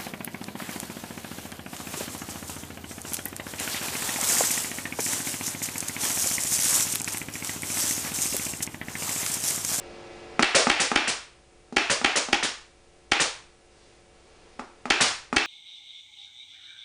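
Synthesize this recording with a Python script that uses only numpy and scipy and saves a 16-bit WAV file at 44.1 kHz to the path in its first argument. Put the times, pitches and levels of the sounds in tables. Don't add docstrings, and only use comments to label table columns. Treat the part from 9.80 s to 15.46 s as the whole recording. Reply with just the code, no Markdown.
import sys
import numpy as np
from scipy import signal
from scipy.fft import rfft, irfft, next_fast_len
from scipy.io import wavfile
from scipy.ndimage import uniform_filter1d

SR = 44100
rng = np.random.default_rng(int(sys.argv[2]) if len(sys.argv) > 2 else 0)


def inscribe(sig):
    pcm = np.round(np.clip(np.atleast_2d(sig).T, -1, 1) * 32767)
    wavfile.write(sys.argv[1], SR, pcm.astype(np.int16))


N = 249606
TIME_S = np.arange(N) / SR
EVENT_S = TIME_S[:32768]

# freq_hz, density_db
CIRCUIT_SPECTRUM = [(25, 0), (60, -8.5), (120, -9.5), (300, -21), (1000, -25), (9000, -27)]
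# freq_hz, t60_s
ROOM_DECAY = [(100, 0.435), (300, 0.2016), (1000, 0.4317), (3000, 0.4056), (9000, 0.3416)]
# freq_hz, gain_db
ROOM_GAIN = [(100, -3.5), (170, -18.5), (300, 0.5), (1000, 2.5), (2500, 0), (5000, 4), (9000, -1.5)]
# pitch_hz, rms_db
MOTOR_TONES = [(349.9, -51), (446.8, -53), (549.1, -55), (597.5, -61.5), (748.3, -56), (1319, -62.5),
               (1680, -65.5), (1943, -70.5), (2040, -65), (2283, -62.5), (2519, -64), (2762, -64.5)]
# freq_hz, density_db
RUSH_SPECTRUM = [(60, -8.5), (150, -7), (260, -5.5), (400, -4), (800, -8.5), (1300, -14.5), (2600, -17),
                 (5000, -21.5), (10000, -36)]
# freq_hz, density_db
CLOTH_SPECTRUM = [(150, -14.5), (420, 6), (800, -1), (2000, -6), (5000, -2.5), (10000, -12.5)]
# start_s, length_s, level_db, cutoff_hz
PALM_STROKES = [(3.851, 0.416, -44.5, 9000), (4.22, 0.81, -42.5, 2800)]
# freq_hz, density_db
JET_SPECTRUM = [(41, -50.5), (70, -24.5), (165, -16), (228, -6.5), (305, -9), (491, -9.5), (556, -6.5),
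                (643, -11), (914, -8), (1060, -11), (1250, -11.5), (2630, -6), (2920, -6.5), (4890, -9),
                (7720, -9), (9900, -12.5), (12900, -65), (21800, -120)]
# pitch_hz, width_hz, gain_db
PORT_RESONANCES = [(120.3, 82, 4), (551, 32, 5)]
# pitch_hz, level_db, t60_s
VALVE_MODES = [(504, -16.5, 0.017), (1453, -9.5, 0.016), (1838, -7, 0.019), (2621, -12, 0.016)]
# start_s, air_db
RELEASES = [(0.7465, 5.5), (0.997, -1.5), (1.2742, -6.5), (2.098, -3.5), (2.356, -4.5), (2.627, -6.5),
            (3.3982, -3), (5.205, 3.5)]
# freq_hz, density_db
BURST_SPECTRUM = [(200, 0.5), (1500, -8.5), (3500, 3), (6000, 0.5), (10000, -8.5)]
# pitch_hz, level_db, t60_s
SEAT_MODES = [(251.8, -5, 0.119), (348.3, -21, 0.14), (442.2, -9.5, 0.0602), (613, -18.5, 0.046),
              (843, 0.5, 0.0225), (1253, 3, 0.0168), (1500, -2.5, 0.0074), (1954, 6.5, 0.00574),
              (2466, -7, 0.041), (5900, -7.5, 0.009)]
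# start_s, level_db, cutoff_hz
NOSE_KNOCKS = [(0.5936, 4.5, 2407), (0.8693, 11.5, 1980), (1.1161, 7.5, 2100), (1.9247, -10.5, 524),
               (2.2143, -2, 2300), (2.486, -4.5, 1210), (4.7902, -21.5, 704), (4.7942, -7, 1840),
               (5.0553, -5.5, 2440), (5.5276, 4.5, 1650)]
# pitch_hz, level_db, t60_s
GUN_MODES = [(273.7, -38.5, 0.019), (367.4, -5, 0.01785), (812.5, -12, 0.0509), (1478, -13, 0.024),
             (1899, 0.5, 0.00572), (2308, -4.5, 0.01276), (2399.6, -28.5, 0.4735), (2657, -24, 0.35),
             (2671, -5, 0.00874), (3137, -6.5, 0.0142), (4389, -10.5, 0.015), (6860, -26, 0.0027)]
# start_s, level_db
STAPLE_SHOTS = [(0.6294, 25.5), (0.9, 23), (1.1602, 22), (1.9677, 20.5), (2.2463, 18), (2.5297, 15),
                (3.3193, 18.5), (5.1062, 24.5), (5.567, 29.5)]


def from_db(db):
    return 10 ** (np.asarray(db) / 20)


def at_hz(points, hz):
    known_hz, values = np.transpose(points)
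    return np.interp(np.log(np.maximum(hz, 1)), np.log(known_hz), values)


def noise(spectrum, size=len(EVENT_S)):
    length = next_fast_len(size)
    gain = from_db(at_hz(spectrum, np.fft.rfftfreq(length, 1 / SR)))
    x = irfft(rfft(rng.standard_normal(length)) * gain, length)[:size]
    return x / x.std()


def cut(x, hz, kind, order=2):
    sos = signal.butter(order, np.clip(hz, 10, SR / 2 - 100), kind, fs=SR, output="sos")
    return signal.sosfilt(sos, x)


def steep_low_pass(x, hz):
    return signal.sosfilt(signal.ellip(12, .2, 80, hz, fs=SR, output="sos"), x)


def fade(t60_s, hold_s=0):
    return np.exp(-np.log(1000) * np.maximum(EVENT_S - hold_s, 0) / t60_s) + 1e-18


def delayed(x, delay_s):
    index = np.arange(len(x))
    return np.interp(index - delay_s * SR, index, x, left=0)


def add(track, start_s, sound):
    start = round(start_s * SR)
    track[..., start:start + sound.shape[-1]] += sound[..., :N - start]


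def unit_peak(x):
    return x / np.abs(x).max()


def with_send(x, send_db):
    return np.array([x, from_db(send_db) * x])


def struck(modes, radiate_hz, spread_hz=1700, spread_q=0.957):
    spot = rng.normal(0, [1.2, .012], (len(modes), 2))
    rings = sum(from_db(db + offset_db) * fade(t60_s) * np.sin(2 * np.pi * hz * (1 + detune) * EVENT_S)
                for (hz, db, t60_s), (offset_db, detune) in zip(modes, spot))
    _, poles = signal.iirpeak(spread_hz, spread_q, fs=SR)
    dispersed = signal.lfilter(poles[::-1], poles, rings)
    return unit_peak(cut(dispersed, radiate_hz, "high", order=4))


def reverb(x, build_s=0.0041):
    out, white = 0, rng.standard_normal((2, N))
    build = np.exp(-1 / (build_s * SR))
    for k, hz in enumerate(80 * 2 ** (np.arange(22) / 3)):
        edges_hz = hz * 2 ** (np.array([-1, 1]) / 6)
        retain = np.exp(-2 * np.log(1000) / (at_hz(ROOM_DECAY, hz) * SR))
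        power = cut(x + 1e-12, edges_hz, "band") ** 2 + 1e-18
        arriving = signal.lfilter([1 - build], [1, -build], power)
        stored = signal.lfilter([1 - retain], [1, -retain], arriving)
        field = cut(white[k % 2], edges_hz, "band")
        out = out + from_db(at_hz(ROOM_GAIN, hz)) * np.sqrt(stored) * field / field.std()
    return out


def motor(rush_db=-46.5):
    tones = sum(from_db(db) * np.sqrt(2) * np.sin(2 * np.pi * (hz * TIME_S + rng.random()))
                for hz, db in MOTOR_TONES)
    return tones + from_db(rush_db) * noise(RUSH_SPECTRUM, N)


def palm_strokes():
    out = np.zeros(N)
    for start_s, length_s, level_db, cutoff_hz in PALM_STROKES:
        speed = np.sin(np.pi * np.clip((TIME_S - start_s) / length_s, 0, 1))
        out += from_db(level_db) * speed * cut(noise(CLOTH_SPECTRUM, N), cutoff_hz, "low", order=1)
    return out


def vents(lag_s=0.00272, open_s=0.00058, puff_s=0.0191, halving_db=18.5, jet_db=-1, click_db=7.5):
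    out = np.zeros((2, N))
    opening = 1 - np.exp(-(EVENT_S / open_s) ** 2)
    sag = fade(t60_s=1.0)
    for start_s, air_db in RELEASES:
        length_s = puff_s * 2 ** (-air_db / halving_db)
        emptying = fade(t60_s=0.0647, hold_s=length_s)
        jet = noise(JET_SPECTRUM) * delayed(opening * sag * emptying, lag_s)
        hollow = sum(from_db(db) * signal.lfilter(*signal.iirpeak(hz, hz / width_hz, fs=SR), jet)
                     for hz, width_hz, db in PORT_RESONANCES)
        puff = from_db(air_db + jet_db) * (jet + hollow)
        click = from_db(click_db + 0.8 * air_db) * struck(VALVE_MODES, radiate_hz=300)
        add(out, start_s, with_send(puff + click, send_db=-2))
    return out


def knocks(rattle_db=-23.5):
    out = np.zeros((2, N))
    for start_s, level_db, cutoff_hz in NOSE_KNOCKS:
        rattle = from_db(rattle_db) * noise(BURST_SPECTRUM) * fade(t60_s=0.081)
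        wood = struck(SEAT_MODES, radiate_hz=188.2, spread_hz=1226, spread_q=2.4)
        thud = unit_peak(cut(wood, cutoff_hz, "low"))
        add(out, start_s, with_send(from_db(level_db) * (thud + rattle), send_db=-5))
    return out


def valve_spits(lead_s=0.0053, spit_db=-24):
    out = np.zeros(N)
    swell = np.linspace(0, 1, round(lead_s * SR))
    for start_s, level_db in STAPLE_SHOTS:
        air = noise(BURST_SPECTRUM)[:len(swell)]
        add(out, start_s - lead_s, from_db(level_db + spit_db) * swell * air)
    return out


def recoils(push_db=-25):
    out = np.zeros(N)
    push = cut(fade(t60_s=0.064), 105, "low", order=3)
    for start_s, level_db in STAPLE_SHOTS:
        add(out, start_s, from_db(level_db + push_db) * push)
    return cut(out, 36, "high")


def shots(cushion_hz=3200, seating_s=0.0033, seating_db=-2, crack_db=-13, echo_s=0.0137, echo_db=-7):
    out = np.zeros((2, N))
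    for start_s, level_db in STAPLE_SHOTS:
        drive = unit_peak(cut(struck(GUN_MODES, radiate_hz=228), cushion_hz, "low"))
        seating = from_db(seating_db) * delayed(struck(GUN_MODES, radiate_hz=1200), seating_s)
        crack = from_db(crack_db) * noise(BURST_SPECTRUM) * fade(t60_s=0.01327)
        blow = drive + seating + crack
        echo = from_db(echo_db) * delayed(cut(blow, 1200, "high", order=1), echo_s)
        add(out, start_s, with_send(from_db(level_db) * (blow + echo), send_db=-6))
    return out


def scene():
    direct, send = knocks() + shots() + vents()
    return (direct + reverb(send) + valve_spits() + recoils() + motor() + palm_strokes())[None]


def peak_hold(excess_db, db_per_s):
    return np.maximum.accumulate(excess_db + db_per_s * TIME_S) - db_per_s * TIME_S


def gain_control(x, limit_db=-12, hold_db=17):
    power = uniform_filter1d(x ** 2, size=150)
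    level_db = 10 * np.log10(np.maximum(power, 1e-12))
    excess_db = np.maximum(level_db - limit_db, 0)
    fast_db = peak_hold(excess_db, db_per_s=65)
    slow_db = peak_hold(np.minimum(excess_db, hold_db), db_per_s=3.0)
    duck_db = uniform_filter1d(np.maximum(fast_db, slow_db), size=40)
    return x * from_db(-duck_db)


def record(dry, noise_db=-58.5, mains_db=-66.5, mains_hz=59.46):
    x = gain_control(dry[0])
    rail = np.where(x > 0, 0.821, 1.0)
    x = rail * np.tanh(x / rail)
    x += from_db(noise_db) * noise(CIRCUIT_SPECTRUM, N)
    x += from_db(mains_db) * np.sqrt(2) * np.sin(2 * np.pi * mains_hz * TIME_S)
    x = np.clip(steep_low_pass(x, hz=10000), -.7, .7)
    return steep_low_pass(x, hz=15800)[None]


dry = scene()
out = record(dry)
inscribe(out)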